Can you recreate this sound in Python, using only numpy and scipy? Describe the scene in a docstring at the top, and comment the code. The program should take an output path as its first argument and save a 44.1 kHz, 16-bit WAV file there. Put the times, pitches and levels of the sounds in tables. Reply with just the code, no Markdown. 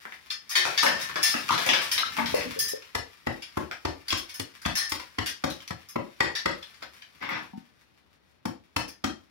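"""Broken brick crumbles and drops to the floor of a brick room, while a steel bar clinks further off.
A ping, clacks and hollow knocks ring briefly; fine grit trickles down the wall. From about three seconds,
close to the microphone, a hammer drives a chisel into the wall with dull, gritty blows: the tip crushes
brick, the steel rings, the wall booms. In a pause a glove brushes loose grit. Short echoes, a low rumble
and faint room tone lie behind it all, and the stereo microphone's gain control holds the loud hits down."""
import sys
import numpy as np
from scipy import signal
from scipy.fft import rfft, irfft
from scipy.io import wavfile
from scipy.ndimage import uniform_filter1d

SR = 44100
rng = np.random.default_rng(int(sys.argv[2]) if len(sys.argv) > 2 else 0)


def generate_wav(signal):
    """Clip the signal to [-1, 1] and save it as 16-bit WAV at the path in sys.argv[1]."""
    frames = np.transpose(np.atleast_2d(signal))
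    scaled = np.clip(frames, -1, 1) * 32767
    pcm = np.round(scaled).astype(np.int16)
    wavfile.write(sys.argv[1], SR, pcm)


N = 410130

# hammer blows, close up: (time [s], weight [dB], body over weight [dB], bite of the tip [dB],
# shank ring [dB], wall boom [dB], dust over bite [dB])
BLOWS = [(2.9477, -32.5, 6, -33.5, -30, -27, -8.5), (3.2669, -25.5, 2, -43, -32.5, -25, -12),
         (3.569, -29, 5.5, -45.5, -48, -29, -1), (3.849, -28.5, 3, -34.5, -59, -24, -18),
         (4.123, -34.5, 7, -27.5, -48, -28, -35), (4.3941, -33, -12, -39.5, -48, -31, -2.5),
         (4.657, -30, 2, -31, -34.5, -22, -12), (4.917, -40, 7, -32, -36, -37, -5),
         (5.1827, -31, 7, -34.5, -35, -27, -44), (5.437, -26, 0, -33, -35, -26.5, -13),
         (5.704, -35.5, 1, -49, -43, -32.5, -15), (5.956, -23, -0.5, -49.5, -43.5, -26, -12),
         (6.2025, -26, 8, -23, -16, -28.5, -44), (6.455, -25.5, 5.5, -31, -22.5, -29.5, -36),
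         (8.4525, -26, -4.5, -43.5, -52, -27.5, -3), (8.761, -20.5, -4.5, -29, -56, -38.5, -10),
         (9.039, -22, -4, -33, -65, -29, -14)]
# modes of the chisel, of its shank in a loose grip, and of the wall: (frequency [Hz], level [dB], t60 [s])
CHISEL_MODES = [(1202, -2.5, 0.039), (2450, -12.5, .04), (3210, 4.5, 0.03), (4360, 5, 0.019),
                (5330, 2, 0.048), (6670, -2, 0.034), (7870, -10.5, 0.053), (10020, -9.5, 0.033)]
SHANK_MODES = [(1937, 8, 0.032), (927, -11, 0.09)]
WALL_MODES = [(159, -12, 0.11), (263.4, -7, 0.1), (331, -11, 0.34)]
# steel bar, further off: (time [s], contact [dB], ring [dB], chatter [s], lift of the lowest modes [dB])
CLINKS = [(0.3013, -31, -47.5, 0.0066, 0.5), (0.493, -40, -44, 0.025, -8.5), (0.51, -33, -46, 0.012, -0.5),
          (0.5525, -9, -26.5, 0.021, 13), (0.775, -9, -32.5, 0.011, 7), (0.859, -34.5, -29.5, 0.0086, 6.5),
          (1.01, -37, -45, 0.0096, 7), (1.229, -13.5, -19.5, 0.04, -8.5), (1.83, -42, -44.5, .005, 1),
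          (1.914, -19.5, -26.5, 0.0044, -8), (2.5899, -31, -23.5, 0.019, -14),
          (2.681, -40, -35.5, 0.01, -8), (3.42, -41, -58.5, 0.0055, -6), (4.292, -40.5, -54, 0.0034, -9),
          (4.341, -48, -47, 0.01, -6), (4.7528, -27.5, -35, 0.004, 6.5), (4.77, -19, -27, 0.0023, -0.5),
          (5.259, -28, -41, 0.02, -7), (5.887, -53.5, -52, 0.0072, -16), (6.351, -26.5, -48, 0.0075, 12),
          (8.879, -47.5, -53.5, 0.0038, -10)]
# bending modes of the bar: (frequency over BAR_HZ [ratio], level [dB], t60 [s])
BAR_MODES = [(0.972, -1.5, 0.4), (1.07, -9, 0.17), (1.85, -17, 0.19), (2.349, -15, 0.15),
             (2.819, 8.5, 0.042), (2.89, -17, 0.13), (2.98, 1.5, 0.034), (3.4, 5.5, 0.02), (5.31, 4, 0.024),
             (6.29, -6.5, 0.051), (8.421, -7.5, 0.032)]
# brick pieces breaking and landing: (time [s], knock [dB], pitch [Hz], dust over knock [dB])
PIECES = [(0.0502, -36.5, 1390, -70), (0.119, -41.5, 1740, -46), (0.648, -19.5, 1300, -19),
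          (0.828, -10.5, 1300, -9.5), (0.86, -8.5, 1740, -25), (1.0062, -36.5, 1900, -21.5),
          (1.0926, -33, 1295, -30.5), (1.1561, -19, 1550, -28), (1.339, -19.5, 1900, -31.5),
          (1.487, -25.5, 2550, -13.5), (1.504, -13, 1150, -19.5), (1.521, -15, 1580, -21.5),
          (1.577, -16, 1550, -16), (1.661, -17, 826, -9), (1.6863, -5.5, 3100, -24),
          (1.732, -4.5, 3440, -24), (1.815, -26.5, 1060, -8.5), (1.977, -16, 3980, -12),
          (2.166, -30.5, 1106, -42), (2.183, -16, 925, -34), (2.2564, -25, 4230, -17.5),
          (2.3411, -22, 1140, -4.5), (2.406, -33.5, 2280, -29), (2.82, -46, 2560, -21),
          (3.71, -30, 1400, -27), (4.08, -36, 4400, -6), (4.103, -19, 3100, -12), (4.171, -47.5, 3480, 11),
          (4.615, -46, 1500, -5), (4.65, -23.5, 3200, -34), (4.893, -56.5, 4000, 22),
          (4.995, -36.5, 1020, -19), (5.4997, -40, 3700, -1.5), (5.602, -46.5, 3050, -24),
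          (5.675, -46.5, 4100, -3), (6.624, -44.5, 3500, -20), (6.741, -56, 2460, -18),
          (6.821, -33, 1400, -26.5), (7.0178, -47.5, 2940, -28), (7.222, -35, 1700, -57),
          (7.288, -24, 2050, -55)]
# a glove brushing loose grit: (time [s], level [dB])
SCUFFS = [(7.2, -40), (7.29, -34)]
# a steel ping, brick clacks and hollow knocks: (time [s], level [dB], pitch [Hz], t60 [s])
SHORT_RINGS = [(0.304, -22.5, 3590, 0.057), (0.564, -30, 357, 0.67), (0.834, -24.5, 365, 0.3),
               (.84, -19.5, 565, 0.4), (1.348, -16, 248, 0.044), (1.493, -10.5, 1220, 0.042),
               (1.505, -3, 978, 0.028), (1.524, -9.5, 1123, 0.058), (2.032, -9, 1337, 0.03),
               (2.182, -21.5, 236, 0.31), (2.341, 1.5, 491, 0.045), (2.455, -35, 250, 0.3),
               (2.56, -35.5, 455, 0.64), (2.734, -21.5, 442, 0.06), (7.533, -37, 203.3, 0.27),
               (7.533, -48, 765, 0.25), (7.576, -30, 213, 0.05)]
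# spectrum of breaking brick: (frequency [Hz], density [dB])
BRICK_SPECTRUM = [(24, -23.5), (40, -26.5), (96, 3), (151, -2.5), (256, 7.5), (467, 4.5), (1810, 7),
                  (4570, -4.5), (5180, -2.5), (7930, -21), (9690, -13.5), (13500, -26.5), (15500, -25.5)]
# the knock, thud, body, crack and fizz bands of a crunch: (low edge [Hz], high edge [Hz])
CRUNCH_BANDS = [(1200, 3500), (130, 350), (350, 1200), (3500, 7500), (7500, 16000)]
# fine grit running down the wall: (time [s], level [dB])
TRICKLE_LEVEL = [(0, -50), (.44, -59), (.6, -38.5), (1.45, -40.5), (1.6, -29), (2.1, -43), (2.3, -34.5),
                 (2.57, -43), (2.8, -54.5), (3.3, -55.5), (5, -52.5), (6.1, -56.5), (7.17, -58),
                 (7.24, -57.5), (7.43, -51), (7.5, -59.5), (7.798, -69.5)]
# rumble while debris falls and a hand rubs the wall: (time [s], level [dB])
RUMBLE_LEVEL = [(.55, -80.5), (.9, -51), (1.899, -59), (2.3, -41), (2.7, -57.5), (2.85, -81), (7.1, -71),
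                (7.3, -59), (7.449, -51), (7.55, -79)]
# decay of the brick room: (frequency [Hz], t60 [s])
ROOM_DECAY = [(60, 0.24), (400, 0.31), (1500, 0.24), (5000, 0.27), (16000, 0.15)]
# likeness of the echoes left and right: (frequency [Hz], coherence [0 to 1])
ECHO_COHERENCE = [(100, 1), (300, 0.59), (700, 0.057), (2300, 0.017)]
# spectrum of the room tone: (frequency [Hz], density [dB])
ROOM_TONE_SPECTRUM = [(18, -28.5), (30, -26.5), (75, 2), (98, -10.5), (179, -7), (4300, -25.5),
                      (8080, -68.5), (16000, -56)]
# unlike colour of the two microphone ports: (frequency [Hz], left minus right [dB])
PORT_BALANCE = [(60, 9), (240, 2.5), (1000, 5.5), (9000, 5), (11300, -4), (13000, -17), (15500, -13.5)]

HIT_SAMPLES = 8192
BAR_HZ = 1846  # the bar's lowest bending modes lie around this pitch
BOOM_HZ, BOOM_T60_S = 93.8, 0.098  # lowest mode of the wall, strong or weak by where it is struck


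def chisel_blows():
    """Close to the microphone the chisel tip crushes brick, the steel rings and the wall booms."""
    out = np.zeros(N)
    for s, weight_db, body_db, bite_db, shank_db, boom_db, dust_db in BLOWS:
        knock_db = (weight_db + body_db + bite_db) / 2 + 0.5
        bands_db = [knock_db, weight_db, weight_db + body_db, bite_db, bite_db + dust_db]
        add(out, s, crunch(bands_db, decay_s=0.0086, rise_s=0.0048, grain_db=1.5))
        # the chisel sits differently each time, which shifts its modes
        seated = [(hz * (1 + 0.015 * rng.standard_normal()), db, t60) for hz, db, t60 in CHISEL_MODES]
        steel = gain_of(bite_db - 2.5) * ring(seated) + gain_of(shank_db) * ring(SHANK_MODES)
        add(out, s + 0.0034, steel)
        wall = gain_of(weight_db - 7.5) * ring(WALL_MODES) + ring([(BOOM_HZ, boom_db - 7, BOOM_T60_S)])
        add(out, s + 0.00408, wall)  # the heavy wall answers a little later
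    return out


def bar_clinks():
    """Further off, a free steel bar rings and rattles on brick after a gritty contact with little bass."""
    out = np.zeros(N)
    swell = onset(rise_s=0.00047)  # the ring sets in almost at once, with a slightly softened attack
    for s, contact_db, ring_db, chatter_s, low_db in CLINKS:
        body_db = contact_db - 21.5
        bands_db = [contact_db - 4, body_db - 30.5, body_db, contact_db, ring_db + 1.5]
        add(out, s, crunch(bands_db, decay_s=chatter_s, rise_s=0.0027, grain_db=0.5))
        modes = [(BAR_HZ * ratio, db + low_db * (ratio < 1.2), t60) for ratio, db, t60 in BAR_MODES]
        rattle = unit_rms(flutter(HIT_SAMPLES, spread_db=3, window=150))
        add(out, s, gain_of(ring_db) * ring(modes) * swell * rattle)
    return out


def rubble():
    """Loose brick crunches as pieces break and land, and more slowly as a glove brushes over it."""
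    out = np.zeros(N)
    for s, knock_db, hz, dust_db in PIECES:
        # light, high pieces have less body; high or dusty ones crack more
        octaves = np.log2(hz / 1000)
        body_db = 1.31 * knock_db + 3.5 - 6.5 * octaves
        crack_db = knock_db + 2.5 + 4.5 * octaves + 0.5 * dust_db
        bands_db = [knock_db, body_db - 13, body_db, crack_db, knock_db + dust_db]
        add(out, s, crunch(bands_db, decay_s=0.012, rise_s=0.0037, grain_db=4.5, piece_hz=hz))
    for s, db in SCUFFS:
        bands_db = [db, db - 9, db - 7, db - 13, db - 42]
        add(out, s, crunch(bands_db, decay_s=0.081, rise_s=0.035, grain_db=1))
    return signal.sosfilt(signal.butter(2, 130, "high", fs=SR, output="sos"), out)


def short_rings():
    """Short two-tone rings, close and dry: a steel ping, brick clacks and hollow knocks."""
    out = np.zeros(N)
    for s, db, hz, t60 in SHORT_RINGS:
        modes = [(hz, 0, t60), (hz * 1.16, -4, t60)]
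        add(out, s, gain_of(db) * ring(modes) * onset(rise_s=0.8 / hz))
    return out


def trickle(grains_per_s=600):
    """Scattered grains of uneven size tick on brick and floor."""
    sizes = gain_of(4.2 * np.minimum(rng.exponential(1, N), 4))
    grains = sizes * (rng.random(N) < grains_per_s / SR) * rng.standard_normal(N)
    hz = np.fft.rfftfreq(N, 1 / SR)
    bass_cut_db = 10 * np.log10(1 + (1300 / (hz + 1)) ** 4)  # too small for any bass
    ticks = coloured(grains, 0.72 * at_hz(BRICK_SPECTRUM, hz) - bass_cut_db)
    return unit_rms(ticks) * fader(TRICKLE_LEVEL)


def rumble():
    """Low noise in uneven lumps, as debris falls and a hand rubs the wall."""
    band = signal.butter(2, [70, 300], "band", fs=SR, output="sos")
    low = signal.sosfilt(band, rng.standard_normal(N))
    return unit_rms(low * flutter(N, spread_db=4.2, window=1300)) * fader(RUMBLE_LEVEL)


def room(x, drift_hz=1.1):
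    """No two hits come from quite the same spot, so the sound drifts between two sets of echoes."""
    turn = 2 * np.pi * drift_hz * np.arange(N) / SR
    shares = np.cos(turn), np.sin(turn)
    return sum(signal.oaconvolve((x * share)[None], echoes(), axes=1)[:, :N] for share in shares)


def echoes(first_s=0.0037, size=SR // 2):
    """Sparse echoes off the brick, each band dying at its own speed, alike on both sides in the bass."""
    taps = np.zeros((2, size))
    slots = np.arange(round(first_s * SR), size - 20, 20)
    arrivals = slots + rng.integers(0, 20, (2, len(slots)))
    np.put_along_axis(taps, arrivals, rng.choice([-1., 1.], arrivals.shape), 1)
    hz, t, (left, unrelated) = signal.stft(taps, SR, nperseg=256)
    coherence = np.clip(at_hz(ECHO_COHERENCE, hz), 0, 1)[:, None]
    right = coherence * left + np.sqrt(1 - coherence ** 2) * unrelated
    bands = np.array([left, right]) * gain_of(-60 * t / at_hz(ROOM_DECAY, hz)[:, None])
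    energy = uniform_filter1d((abs(bands) ** 2).sum(2), size=5, axis=1)
    tail = signal.istft(bands / np.sqrt(energy)[:, :, None], SR, nperseg=256)[1]
    return tail / np.linalg.norm(tail[0])


def room_tone():
    """The faint steady noise of the room, partly shared by left and right."""
    hz = np.fft.rfftfreq(N, 1 / SR)
    common, left, right = rng.standard_normal((3, N))
    noise = np.array([left, right]) + 0.5 * common
    return gain_of(-66.5) * unit_rms(coloured(noise, at_hz(ROOM_TONE_SPECTRUM, hz)))


def crunch(bands_db, decay_s, rise_s, grain_db, piece_hz=None):
    """Grit breaking: a snap and a burst of uneven grains, brick-coloured and bent to five band levels."""
    t, hz = np.arange(HIT_SAMPLES) / SR, np.fft.rfftfreq(HIT_SAMPLES, 1 / SR)
    white = rng.standard_normal(HIT_SAMPLES)
    grains = unit_rms(flutter(HIT_SAMPLES, spread_db=grain_db, window=60))
    chips = uniform_filter1d(rng.standard_normal(HIT_SAMPLES)[:len(hz)], size=40)
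    chips_db = 2 * unit_rms(uniform_filter1d(chips, size=40))  # many small chips resonate
    colour_db = at_hz(BRICK_SPECTRUM, hz) + chips_db
    if piece_hz:
        colour_db += 8 / (1 + ((hz / piece_hz - 1) / 0.16) ** 2)  # the largest piece clacks at its pitch
    power = gain_of(2 * colour_db)
    bend = [(np.sqrt(lo * hi), db - 10 * np.log10(power[(hz > lo) & (hz < hi)].sum()))
            for (lo, hi), db in zip(CRUNCH_BANDS, bands_db)]
    noise = coloured(white, colour_db + at_hz(sorted(bend), hz)) * np.sqrt(HIT_SAMPLES / 2)
    snap = 2.01 * (t / rise_s * np.exp(1 - t / rise_s)) ** 2
    burst = onset(rise_s) * np.exp(-t / decay_s)
    return noise * grains * (snap + burst)


def ring(modes):
    """A struck body: dying sines in close pairs that beat, each pair set off with a chance strength."""
    t, out = np.arange(HIT_SAMPLES) / SR, 0
    for hz, db, t60 in modes:
        strength, beat = rng.standard_normal(2)
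        pair = np.sin(2 * np.pi * hz * t) + 2.07 * np.sin(2 * np.pi * hz * (1 + 0.013 * beat) * t)
        out = out + gain_of(db + 1.65 * strength - 60 * t / t60) * pair
    return out * np.cos(np.pi / 2 * t * SR / HIT_SAMPLES)  # the ring fades smoothly to silence


def flutter(size, spread_db, window):
    """A gain that wavers at random, smoothed over a window of samples."""
    return gain_of(spread_db * unit_rms(uniform_filter1d(rng.standard_normal(size), size=window)))


def onset(rise_s):
    return 1 - np.exp(-np.arange(HIT_SAMPLES) / SR / rise_s)


def fader(points):
    return gain_of(np.interp(np.arange(N) / SR, *np.transpose(points)))


def at_hz(points, hz):
    knots_hz, values = np.transpose(points)
    return np.interp(np.log(hz + 1), np.log(knots_hz + 1), values)


def coloured(x, db):
    return irfft(rfft(x) * gain_of(db), x.shape[-1])


def gain_of(db):
    return 10 ** (np.asarray(db) / 20)


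def unit_rms(x):
    return x / np.sqrt(np.mean(x ** 2) + 1e-20)


def add(mix, s, sound):
    part = mix[round(s * SR):][:len(sound)]
    part += sound[:len(part)]


def scene():
    """From the microphone's place: the near chisel is mostly direct, the distant bar mostly room."""
    chisel, bar, grit = chisel_blows(), bar_clinks(), trickle()
    brick, rings = rubble(), short_rings()
    direct = gain_of(2) * chisel + gain_of(-8) * bar + gain_of(-7) * (brick + rings + grit)
    near_echoes = room(gain_of(-5) * chisel + gain_of(-5.5) * brick + gain_of(-16.5) * rings)
    far_echoes = room(bar + gain_of(-1.5) * grit)
    return direct + near_echoes + far_echoes + rumble() + room_tone()


def record(dry, threshold_db=-33, release_db_per_s=550, left_lag_samples=38, ceiling=0.7):
    """A camera's stereo microphone: gain control, low cut, two unlike ports, preamp and top cut."""
    power_db = 10 * np.log10(abs(uniform_filter1d((dry ** 2).mean(0), size=200)) + 1e-12)
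    fall_db = np.arange(N) * release_db_per_s / SR
    peak_db = np.maximum.accumulate(power_db + fall_db) - fall_db
    over_db = np.maximum(peak_db - threshold_db, 0)
    held = dry / gain_of(0.47 * uniform_filter1d(over_db, size=150))  # loud hits are held down
    held = signal.sosfilt(signal.butter(3, 58, "high", fs=SR, output="sos"), held)
    lean_db = at_hz(PORT_BALANCE, np.fft.rfftfreq(N, 1 / SR)) / 2
    left, right = coloured(held, np.array([lean_db, -lean_db]))
    left = np.r_[np.zeros(left_lag_samples), left[:-left_lag_samples]]  # sound reaches this port later
    rounded = ceiling * np.tanh(np.array([left, right]) / ceiling)  # the preamp rounds off peaks
    top_cut = signal.firwin(511, 15900, window=("kaiser", 9), fs=SR)
    return signal.oaconvolve(rounded, top_cut[None], "same")


dry = scene()
out = record(dry)
generate_wav(out)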